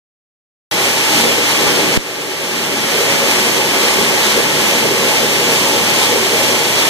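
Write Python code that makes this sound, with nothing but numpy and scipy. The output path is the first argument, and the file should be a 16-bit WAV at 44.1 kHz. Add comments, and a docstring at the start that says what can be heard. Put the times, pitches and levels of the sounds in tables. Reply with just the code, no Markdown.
"""A hand-held camera cuts in at 0.7 s on a diamond floor grinder working concrete in a bare block room.
The frame rumbles, the motor hums and faintly whines, the steel disc rings, the head chatters, the
diamonds scratch out a dense hiss. The hiss swells once a turn, the chatter twice. From 1.2 s, now and
then, the diamonds rasp over a high spot or the head catches and growls. Bumps hit the camera at 1.7 and
2 s; the second, harder one ducks its gain, which creeps back for a second as it turns to the machine."""
import sys
import numpy as np
from scipy import signal
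from scipy.fft import rfft, irfft, next_fast_len
from scipy.io import wavfile
from scipy.ndimage import uniform_filter1d, map_coordinates

SR = 44100
rng = np.random.default_rng(int(sys.argv[2]) if len(sys.argv) > 2 else 0)


def dump(signal):
    """Clip the signal to [-1, 1] and save it as 16-bit WAV at the path in sys.argv[1]."""
    limited = np.clip(np.atleast_2d(signal).T, -1, 1)
    pcm = np.round(limited * 32767).astype(np.int16)
    wavfile.write(sys.argv[1], SR, pcm)


N = 303849
TIME_S = np.arange(N) / SR
START_S, PORT_DELAY_S = 0.7125, 0.000392
TURN_HZ, HIGH_SIDE_S = 2.305, 3.83  # head rotation; one pass over the slab's high side

# stereo width at the microphone ports: (frequency [Hz], side over mid [dB])
SIDE_DB = [(50, -14), (150, -6.5), (400, -7), (800, -6.5), (1300, -0.5), (2000, 2.5), (3000, -0.5),
           (15000, 2)]
# share of the other port subtracted: (frequency [Hz], into left [ratio], into right [ratio])
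CROSSFEED = [(300, 0.026, 0.016), (1200, 0.65, 0.71), (2330, 0.63, 0.67), (3780, 0.61, 0.49),
             (6200, .1, 0.37), (8940, 0.05, 0.28), (11700, 0.96, 1)]
# mains and motor tones: (frequency [Hz], level [dB], phase between ports [rad])
HUM_TONES = [(59.6, -55.5, .2), (115.4, -40, 1.5), (235.5, -39.5, 1.1)]
# hum drift: (time [s], gain [dB])
HUM_DRIFT_DB = [(0.71, 0), (1.9, 0.5), (2.4, -1.5), (3.8, -2), (5.3, -0.5), (6, 1.5), (6.88, .5)]
# motor whine: (frequency [Hz], width [Hz], relative level [dB])
WHINE_PEAKS = [(7885, 4, 0), (7961, 4, -8), (8039, 4, -8), (8115, 4, -2)]
# frame shake: (time [s], level [dB])
RUMBLE_DB = [(0.71, -29), (1.05, -30), (1.17, -22), (1.4, -27), (1.85, -23.5), (2.4, -26.2), (2.7, -24),
             (2.95, -26.3), (3.8, -28), (4.0, -26), (5.3, -26.5), (6.88, -28.8)]
# frame rumble: (frequency [Hz], relative density [dB])
RUMBLE_SPECTRUM = [(20, -25), (40, -19), (50, -11.5), (75, -29), (90, -24), (105, -12), (125, -12),
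                   (145, -5.5), (220, -3), (250, -3.5), (290, 2), (400, -6.5), (700, -43)]
# room modes, camera facing the far corner: (frequency [Hz], width [Hz], level over rumble [dB])
CORNER_MODES = [(147, 6, 8.5), (185.5, 12, 7), (235, 10, 9.5), (295, 22, 7), (410, 30, 8.5)]
# room modes, camera facing the machine: (frequency [Hz], width [Hz], level over rumble [dB])
ROOM_MODES = [(138, 6, 6.5), (149.7, 3.8, 11.5), (173, 4.4, 1), (192, 5.5, 8.5), (209, 6, 6),
              (222.4, 7, 8.5), (235, 6, 10.5), (262, 5.5, 4.5), (284.7, 5.7, 6.5)]
# camera turn to the machine: (time [s], share of turn [ratio])
CAMERA_TURN = [(2, 0.025), (3.2, 1)]
# steel disc modes: (frequency [Hz], width [Hz], relative level [dB])
DISC_MODES = [(812, 9, -3), (831, 10, 6), (847, 12, 5.5), (881, 13, 2.5), (911, 10, 6), (1056, 20, -.5),
              (1108, 12, -5)]
# disc radiation band: (frequency [Hz], gain [dB])
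DISC_BAND_DB = [(500, -25), (780, -1), (1100, 1), (1600, -25)]
# disc ring: (time [s], level [dB])
DISC_DB = [(0.71, -27), (1.2, -27.3), (1.9, -29), (2.7, -28), (3.5, -29), (3.95, -25), (4.4, -27),
           (5.2, -28), (6.2, -28), (6.5, -26.5), (6.88, -28.5)]
# disc pitch drift: (time [s], pitch [ratio])
DISC_PITCH = [(1.9, .98), (3.3, 1)]
# head and shroud modes: (frequency [Hz], width [Hz], level over spectrum [dB])
HEAD_MODES = [(338, 9, 4.5), (376, 11, 9), (394, 8, 3), (411, 12, 5.5), (458, 10, 5), (481, 10, 13),
              (549.5, 12, 10.5), (637, 18, 3.5)]
# head catches: (time [s], level [dB], length [s])
CATCHES = [(1.28, -17.5, 0.094), (1.4, -23.5, .06), (1.633, -18.5, 0.057), (1.796, -21, 0.1),
           (2.99, -16.8, .11), (3.25, -26, .08), (3.59, -23, .07), (4, -24, .1), (4.39, -14, 0.048),
           (4.6, -25.5, .1), (4.867, -19, 0.076), (4.94, -19, .06), (5.04, -19, .05), (5.23, -21, 0.054),
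           (5.53, -22, .07), (5.76, -20.5, .06), (6.152, -13, .06), (6.35, -20, 0.076), (6.533, -20, .05),
           (6.79, -24, .06)]
# growl of a catch: (frequency [Hz], relative density [dB])
GROWL_SPECTRUM = [(150, -25), (330, -4), (420, 3), (480, 1.5), (510, -2.5), (560, 0), (700, -7.5),
                  (1200, -25)]
# head chatter: (time [s], level [dB])
CHATTER_DB = [(0.71, -26.5), (0.83, -23), (1.05, -24.5), (1.35, -23), (1.54, -24), (1.7, -21.3),
              (1.9, -20.5), (2.35, -21), (2.8, -21.6), (3.1, -21.5), (3.7, -22), (6.1, -22), (6.88, -22.5)]
# head chatter: (frequency [Hz], relative density [dB])
CHATTER_SPECTRUM = [(100, -50), (250, -15), (305, -8.5), (330, -1.5), (420, 0.5), (480, -3), (510, -4.5),
                    (590, 0.5), (720, -7), (900, -15), (2000, -45)]
# scrapes over high spots: (time [s], level [dB], length [s])
SCRAPES = [(1.177, -16, 0.14), (1.5, -20, .1), (1.74, -28, .1), (2.3, -21, .07), (2.64, -22, .08),
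           (3.33, -21.5, .06), (3.577, -19, .05), (3.843, -20.5, .12), (4.028, -22, .06), (4.27, -21.5, .1),
           (4.38, -25, .06), (5.55, -25, .06), (6.034, -16.5, 0.096), (6.808, -19, .08)]
# rasp of a scrape: (frequency [Hz], relative density [dB])
RASP_SPECTRUM = [(300, -25), (800, -2.5), (1500, -5), (3000, -1), (4000, -1.5), (5000, -5.5), (9000, -10),
                 (15000, -19)]
# diamond bite: (time [s], level [dB])
HISS_DB = [(0.71, -17.5), (0.8, -13.9), (1.05, -13.5), (1.4, -13.6), (1.62, -13.5), (1.9, -14),
           (3.3, -13.5), (3.7, -15), (3.92, -13.5), (4.6, -14), (4.9, -14.5), (5.65, -13.5), (6.3, -14),
           (6.88, -13.4)]
# scratched concrete: (frequency [Hz], relative density [dB])
HISS_SPECTRUM = [(200, -43), (640, -4.5), (750, -5), (850, -4), (960, -7), (1100, -4.5), (1300, -6.5),
                 (1700, -4), (2100, -0.46), (2750, 1), (3100, -1.8), (3600, -5.6), (5500, -6.5),
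                 (7500, -10), (9500, -12.5), (12000, -14.4), (15300, -21)]
# hiss midrange: (time [s], gain [dB])
HISS_MID_DB = [(0.71, 0), (1.8, 0), (2.2, 1.5), (3.5, 0.4), (4.5, 1), (5.6, -0.1), (6.88, -.7)]
# hiss treble: (time [s], gain [dB])
HISS_TREBLE_DB = [(0.71, -0.5), (1.15, 0.5), (1.4, -1), (1.9, -1.2), (2.5, -0.3), (3.3, 0), (6.88, 0)]
# camera bumps: (time [s], push peak [dB], rise [s])
BUMPS = [(1.6722, -11, .001), (1.975, 11.5, 0.00079)]


def amp(db):
    """Decibels to gain."""
    return 10 ** (np.asarray(db) / 20)


def unit(x):
    """x at rms 1."""
    return x / np.sqrt(np.mean(x ** 2) + 1e-20)


def along(rows, hz):
    """Table columns at hz, on a log frequency axis."""
    knots_hz, *columns = np.transpose(rows)
    return np.squeeze([np.interp(np.log(hz + 1), np.log(knots_hz + 1), c) for c in columns])


def curve(rows):
    """(time [s], value) rows, per sample."""
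    return np.interp(TIME_S, *np.transpose(rows))


def wobble(rate_hz):
    """Smooth random curve, knots at rate_hz."""
    knots = rng.standard_normal(int(N * rate_hz / SR) + 4)
    return map_coordinates(knots, [TIME_S * rate_hz])


def turning(per_turn, lead_s=0):
    """Swing of +-1, per_turn cycles per head turn."""
    return np.cos(2 * np.pi * per_turn * TURN_HZ * (TIME_S - HIGH_SIDE_S + lead_s))


def swells(rows):
    """Sum of bell envelopes; length is the width at half height."""
    return sum(amp(db) * .5 ** ((2 * (TIME_S - at_s) / length_s) ** 2) for at_s, db, length_s in rows)


def warped(x, position):
    """x read at fractional samples; bends pitch."""
    return np.array([map_coordinates(port, [position], mode="mirror") for port in x])


def filtered(x, response):
    """x through a frequency response."""
    size = next_fast_len(N + SR // 2)
    return irfft(rfft(x, size) * response(np.fft.rfftfreq(size, 1 / SR)), size)[..., :N]


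def band_level(x, gain_db, band):
    """x with one band following a gain table."""
    return x + (amp(curve(gain_db)) - 1) * filtered(x, band)


def peaks(modes, hz):
    """Power response of resonances."""
    return sum(amp(db) ** 2 / (1 + (2 * (hz - mode_hz) / width_hz) ** 2)
               for mode_hz, width_hz, db in modes)


def ringing(spectrum, modes):
    """Response of a broad spectrum with resonances on top."""
    return lambda hz: amp(along(spectrum, hz)) * np.sqrt(1 + peaks(modes, hz))


def microphone(field, colour):
    """Mid and side signals, coloured, through the widened stereo microphone; rms 1."""
    def response(hz):
        mid, side = np.ones_like(hz), amp(along(SIDE_DB, hz))
        left, right = np.array([mid, side]), np.array([mid, -side])
        into_left, into_right = along(CROSSFEED, hz) * np.exp(-2j * np.pi * hz * PORT_DELAY_S)
        mix = np.array([left - into_left * right, right - into_right * left])
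        return colour(hz) * mix / np.sqrt(np.sum(np.abs(mix) ** 2, axis=(0, 1)))
    return unit(filtered(field, response).sum(axis=1))


def contacts(rate_hz, scatter_db, t60_s, room_db):
    """Tiny random impacts and their wash between bare walls."""
    counts = rng.poisson(rate_hz / SR, (2, N))
    signs = rng.choice([-1, 1], (2, N))
    sizes = amp(scatter_db * rng.standard_normal((2, N)))
    hits = unit(np.sqrt(counts) * signs * sizes)
    decay = amp(-60 * TIME_S[:SR] / t60_s) ** 2
    energy = np.abs(signal.fftconvolve(np.mean(hits ** 2, axis=0), decay)[:N])
    wash = unit(np.sqrt(energy) * rng.standard_normal((2, N)))
    return hits + amp(room_db) * wash


def motor(whine_db=-39.5):
    """Low tones wavering with load; a narrow, fluttering whine."""
    clock_s = np.cumsum(1 + 0.0029 * wobble(2.98) + 0.0028 * wobble(14)) / SR
    hum = np.zeros((2, N))
    for hz, db, phase_rad in HUM_TONES:
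        tone = np.sin(2 * np.pi * hz * clock_s + np.array([[-.5], [.5]]) * phase_rad)
        hum += amp(db + 1.7 * wobble(13)) * np.sqrt(2) * tone
    whine = microphone(rng.standard_normal((2, N)), lambda hz: np.sqrt(peaks(WHINE_PEAKS, hz)))
    return amp(curve(HUM_DRIFT_DB)) * hum + amp(whine_db) * whine


def camera_bumps(highpass_hz=12):
    """Low pushes on the right port; widening feeds them left, inverted and late."""
    push = np.zeros((2, N))
    for at_s, db, rise_s in BUMPS:
        age = np.maximum(TIME_S - at_s - np.array([[PORT_DELAY_S], [0]]), 0) / rise_s
        push += amp(db) * age * np.exp(1 - age)
    # the input blocks steady pressure: slow back-swing
    return np.array([[1], [-1]]) * filtered(push, lambda hz: 1j * hz / (1j * hz + highpass_hz))


def frame_rumble():
    """The shaking frame stirs room modes; which stand out changes as the camera turns."""
    thuds = contacts(rate_hz=600, scatter_db=3.5, t60_s=.6, room_db=3.5)
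    lurch_db = .4 * wobble(9)
    turned = curve(CAMERA_TURN)
    before = microphone(thuds, ringing(RUMBLE_SPECTRUM, CORNER_MODES))
    after = microphone(thuds, ringing(RUMBLE_SPECTRUM, ROOM_MODES))
    return amp(curve(RUMBLE_DB) + lurch_db) * ((1 - turned) * before + turned * after)


def disc_ring():
    """Scratching keeps the steel disc ringing; level and pitch drift."""
    drive = rng.standard_normal((2, N))
    ring = microphone(drive, lambda hz: np.sqrt(peaks(DISC_MODES, hz)) * amp(along(DISC_BAND_DB, hz)))
    return amp(curve(DISC_DB) + .8 * wobble(7)) * warped(ring, np.cumsum(curve(DISC_PITCH)))


def head_growl():
    """Each catch jolts the head, which booms in its own modes."""
    jolts = contacts(rate_hz=900, scatter_db=2, t60_s=.4, room_db=2)
    return swells(CATCHES) * microphone(jolts, ringing(GROWL_SPECTRUM, HEAD_MODES))


def head_chatter(swing_db=0.5, waver_s=0.0003):
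    """Segments knock over the uneven slab and ring the head; the load throbs twice a turn."""
    knocks = contacts(rate_hz=1000, scatter_db=2.5, t60_s=0.62, room_db=1.5)
    throb_db = swing_db * turning(2, lead_s=0.043) + 0.43 * wobble(24)
    ring = microphone(knocks, ringing(CHATTER_SPECTRUM, HEAD_MODES))
    position = np.arange(N) + waver_s * SR * wobble(9)  # load bends the modes
    return amp(curve(CHATTER_DB) + throb_db) * warped(ring, position)


def diamond_scrapes():
    """Diamonds dig into high spots: brief, coarse rasps."""
    chips = contacts(rate_hz=2500, scatter_db=2, t60_s=.2, room_db=3)
    return swells(SCRAPES) * microphone(chips, lambda hz: amp(along(RASP_SPECTRUM, hz)))


def diamond_hiss(swing_db=0.68, ripple_hz=30, ripple_db=1.5, mid_hz=1500, treble_hz=5000):
    """Diamonds chip the concrete, harder once a turn; a fine, fixed random ripple colours the hiss."""
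    chips = contacts(rate_hz=5000, scatter_db=2.5, t60_s=0.22, room_db=3.5)
    surge_db = swing_db * turning(1) + 0.29 * wobble(45)
    knots_hz = np.arange(0, SR / 2, ripple_hz)
    ripple_gain_db = ripple_db * rng.standard_normal(len(knots_hz))
    hiss = microphone(
        chips, lambda hz: amp(along(HISS_SPECTRUM, hz) + np.interp(hz, knots_hz, ripple_gain_db)))
    hiss = band_level(hiss, HISS_MID_DB, lambda hz: np.exp(-(2 * np.log((hz + 1) / mid_hz)) ** 2))
    hiss = band_level(hiss, HISS_TREBLE_DB, lambda hz: hz ** 4 / (hz ** 4 + treble_hz ** 4))
    return amp(curve(HISS_DB) + surge_db) * hiss


def scene():
    """Grinder plus camera bumps."""
    return (frame_rumble() + head_chatter() + head_growl() + diamond_hiss() + diamond_scrapes()
            + disc_ring() + motor() + camera_bumps())


def gain_control(x, ceiling_db, recovery_db_per_s):
    """A 1 ms mean over the ceiling cuts the gain at once; it climbs back steadily."""
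    level = np.abs(uniform_filter1d(np.abs(x).max(axis=0), size=44))
    over_db = np.maximum(20 * np.log10(level + 1e-9) - ceiling_db, 0)
    climb_db = recovery_db_per_s * TIME_S
    return x * amp(climb_db - np.maximum.accumulate(over_db + climb_db))


def record(dry, top_hz=15100, edge_hz=60):
    """Camera: cut-in, gain control, full-scale clip, band limit."""
    ducked = gain_control(dry * (TIME_S >= START_S), ceiling_db=-0.2, recovery_db_per_s=10)
    return filtered(np.clip(ducked, -1, 1), lambda hz: .5 - .5 * np.tanh((hz - top_hz) / edge_hz))


dry = scene()
out = record(dry)
dump(out)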